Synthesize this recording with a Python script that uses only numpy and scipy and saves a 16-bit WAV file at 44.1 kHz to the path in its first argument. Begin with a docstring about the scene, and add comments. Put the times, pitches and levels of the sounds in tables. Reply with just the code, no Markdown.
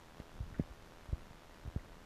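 """Soft dull thumps, probably steps and handling, pass through the body of a hand-held camera
in a still, timbered mine chamber; each is the response of a heavily damped resonator to a push.
A low shuffling rumble swells with the movement, with faint scuffs of grit and a few dry clicks.
Under them lie steady microphone hiss, a thin, stuttering electrical buzz and a faint high whine."""
import sys
import numpy as np
from scipy import signal
from scipy.fft import rfft, irfft
from scipy.io import wavfile

SR = 44100
rng = np.random.default_rng(int(sys.argv[2]) if len(sys.argv) > 2 else 0)


def output_pcm(signal):
    """Save a mono or channel-first signal as 16-bit PCM at the path in sys.argv[1].

    Samples are clipped to [-1, 1] before scaling.
    """
    pcm = np.clip(np.atleast_2d(signal).T, -1, 1) * 32767
    wavfile.write(sys.argv[1], SR, np.round(pcm).astype(np.int16))


N = 90404
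T = np.arange(N) / SR


def from_db(db):
    """Decibels to amplitude ratio."""
    return 10 ** (np.asarray(db) / 20)


def rms_one(x):
    """Normalisation to unit rms."""
    return x / np.sqrt(np.mean(x ** 2) + 1e-20)


def cut(x, hz, kind, order):
    """Butterworth low- or high-pass filtering."""
    return signal.sosfilt(signal.butter(order, min(hz, .45 * SR), kind, fs=SR, output="sos"), x + 1e-18)


def noise(spectrum):
    """Spectral shaping: white noise takes on a given colour, at unit rms."""
    hz, db = np.transpose(spectrum)
    bin_hz = np.maximum(np.arange(N // 2 + 1) * SR / N, 1)
    gain = from_db(np.interp(np.log(bin_hz), np.log(hz), db))
    return rms_one(irfft(rfft(rng.standard_normal(N)) * gain, N))


def rumble():
    """Amplitude modulation: low-frequency noise swells with the movement."""
    # envelope of the rumble: (time [s], level [dB])
    envelope = [(0, -60), (.27, -58.5), (.38, -55), (.52, -50), (.7, -58.5), (.85, -57.5), (1.05, -61.5),
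                (1.19, -54), (1.4, -63.5), (1.62, -59.5), (1.8, -56), (2.05, -58)]
    # spectrum of the rumble: (frequency [Hz], relative spectral density [dB])
    spectrum = [(12, -2.5), (30, 1.5), (60, -5), (120, -11), (250, -14.5), (500, -25.5), (1200, -63.5)]
    return from_db(np.interp(T, *np.transpose(envelope))) * noise(spectrum)


def hiss():
    """Stationary broadband noise: the microphone's own floor, weaker towards the treble."""
    # spectrum of the hiss: (frequency [Hz], relative spectral density [dB])
    spectrum = [(150, 1), (300, -1), (550, -2), (800, -4.5), (1500, -6.5), (2900, -11.5), (5000, -16.5),
                (7000, -19.5), (8500, -24.5), (10500, -25.5), (11800, -26), (13000, -30), (14400, -36.5),
                (15000, -36)]
    return from_db(-61.5) * noise(spectrum)


def buzz():
    """A pulse train: square electrical ticks with fizzing edges stutter as their period slips."""
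    period_s, late_s, early_gap_s, jitter_s = .01189, .0018, .0033, .00005
    width_s, fizz_decay_s = .000421, .0006
    size, timing, width, choice = rng.standard_normal((N // 200, 4)).T
    run_lengths = rng.integers(3, 8, len(size))
    slips = np.isin(np.arange(len(size)), np.cumsum(run_lengths))
    slip_gaps = np.where(choice > 0, early_gap_s, period_s + late_s)  # an extra early tick or a late one
    gaps = np.where(slips, slip_gaps, period_s) + jitter_s * timing
    starts = np.cumsum(gaps) - gaps[0]
    latest = np.searchsorted(starts, T, side="right") - 1
    age = T - starts[latest]
    widths = width_s * (1 + .11 * width)
    ticks = from_db(-47 + 1.5 * size[latest]) * np.clip((widths[latest] - age) * SR, 0, 1)
    ticks = cut(cut(ticks, 160, "high", order=1), 3280, "low", order=1)
    fizz = cut(cut(rng.standard_normal(N), 6500, "high", order=2), 12900, "low", order=6)
    return ticks + from_db(-67.5) * np.exp(-age / fizz_decay_s) * rms_one(fizz)


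def whine():
    """Random frequency modulation: faint tones from the electronics waver slightly."""
    # tones of the electronics: (frequency [Hz], level [dB])
    tones = [(11386, -92), (14147, -91), (14207, -86.5)]
    width_hz = 10
    out = 0
    for hz, db in tones:
        waver = rms_one(cut(rng.standard_normal(N), width_hz, "low", order=2))
        out = out + from_db(db) * np.sin(2 * np.pi * np.cumsum(hz + width_hz * waver) / SR)
    return out


def clicks():
    """Broadband transients: tiny dry cracks decay exponentially within milliseconds."""
    # dry cracks: (time [s], level [dB])
    cracks = [(0.1721, -54.5), (0.2007, -49.5), (0.825, -54.5), (1.5441, -56), (1.9295, -59)]
    decay_s = .0018
    envelope = sum(from_db(db) * (T >= s) * np.exp(-np.abs(T - s) / decay_s) for s, db in cracks)
    band = cut(cut(rng.standard_normal(N), 450, "high", order=1), 2600, "low", order=2)
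    return envelope * rms_one(band)


def thumps():
    """Damped oscillation: each soft push rocks the camera body for a cycle or so."""
    # pushes on the body: (time [s], peak level [dB], contact softness [ms], natural frequency [Hz])
    pushes = [(0.1995, -34, 0.5, 36.6), (0.354, -48, 2.5, 79), (0.4039, -31.5, 2.85, 95),
              (0.419, -39, 3.7, 45), (0.436, -41.5, 2.0, 70.5), (0.522, -46, 1.3, 56),
              (0.579, -44.5, 3.7, 54.5), (0.5955, -22, 0.83, 189), (0.6066, -32.5, 0.98, 67),
              (0.707, -45, 3.8, 55), (1.087, -39.5, 2.04, 42.7), (1.1264, -27, 2.8, 68),
              (1.13, -35.5, 0.49, 108), (1.308, -43, .5, 70), (1.650, -43.5, 0.8, 89),
              (1.657, -40, 1.2, 48.5), (1.675, -35.5, 1.7, 70), (1.7605, -26.5, 0.93, 59)]
    body_q, housing_hz = 1.16, 616
    housing = signal.iirpeak(housing_hz, Q=4, fs=SR)  # a hollow resonance
    out = np.zeros(N)
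    for s, db, soft_ms, hz in pushes:
        scaled_age = np.maximum(T - s, 0) * 1000 / soft_ms
        force = scaled_age ** 2 * np.exp(-np.minimum(scaled_age, 60))
        omega = 2 * np.pi * hz
        body = signal.bilinear([1, 0, 0], [1, omega / body_q, omega * omega], SR)
        rock = signal.lfilter(*body, force)
        rock = rock + from_db(-1.5) * signal.lfilter(*housing, rock)
        rock = cut(cut(rock, 754, "low", order=6), 5.3, "high", order=1)
        out += from_db(db) * rock / np.abs(rock).max()
    return out


def scuffs():
    """Friction noise: short rubs of grit excite a band that rises quickly and dies away."""
    # rubs of grit: (time [s], level [dB], decay time [s], centre frequency [Hz], bandwidth [octaves])
    rubs = [(0.542, -55, 0.017, 1570, 0.69), (0.591, -56.5, 0.016, 1860, .14),
            (0.627, -70, 0.036, 1870, 0.56), (1.791, -64, 0.024, 1900, 0.3)]
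    attack_s = .0032
    out = 0
    for s, db, decay_s, hz, octaves in rubs:
        age = np.maximum(T - s, 0)
        envelope = np.minimum(age / attack_s, 1) * np.exp(-age / decay_s)
        edge_ratio = 2 ** (octaves / 2)
        grit = cut(rng.standard_normal(N), hz * edge_ratio, "low", order=10)
        grit = cut(grit, hz / edge_ratio, "high", order=10)
        out = out + from_db(db) * envelope * rms_one(grit)
    return out


def scene():
    """Superposition: the sounds of movement add to the electronic floor, in mono."""
    return (thumps() + scuffs() + clicks() + rumble() + hiss() + buzz() + whine())[None]


def record(dry):
    """Band limiting: a steep elliptic low-pass removes the highest treble."""
    cutoff_hz = 15000
    return signal.sosfilt(signal.ellip(10, .1, 70, cutoff_hz, fs=SR, output="sos"), dry)


dry = scene()
out = record(dry)
output_pcm(out)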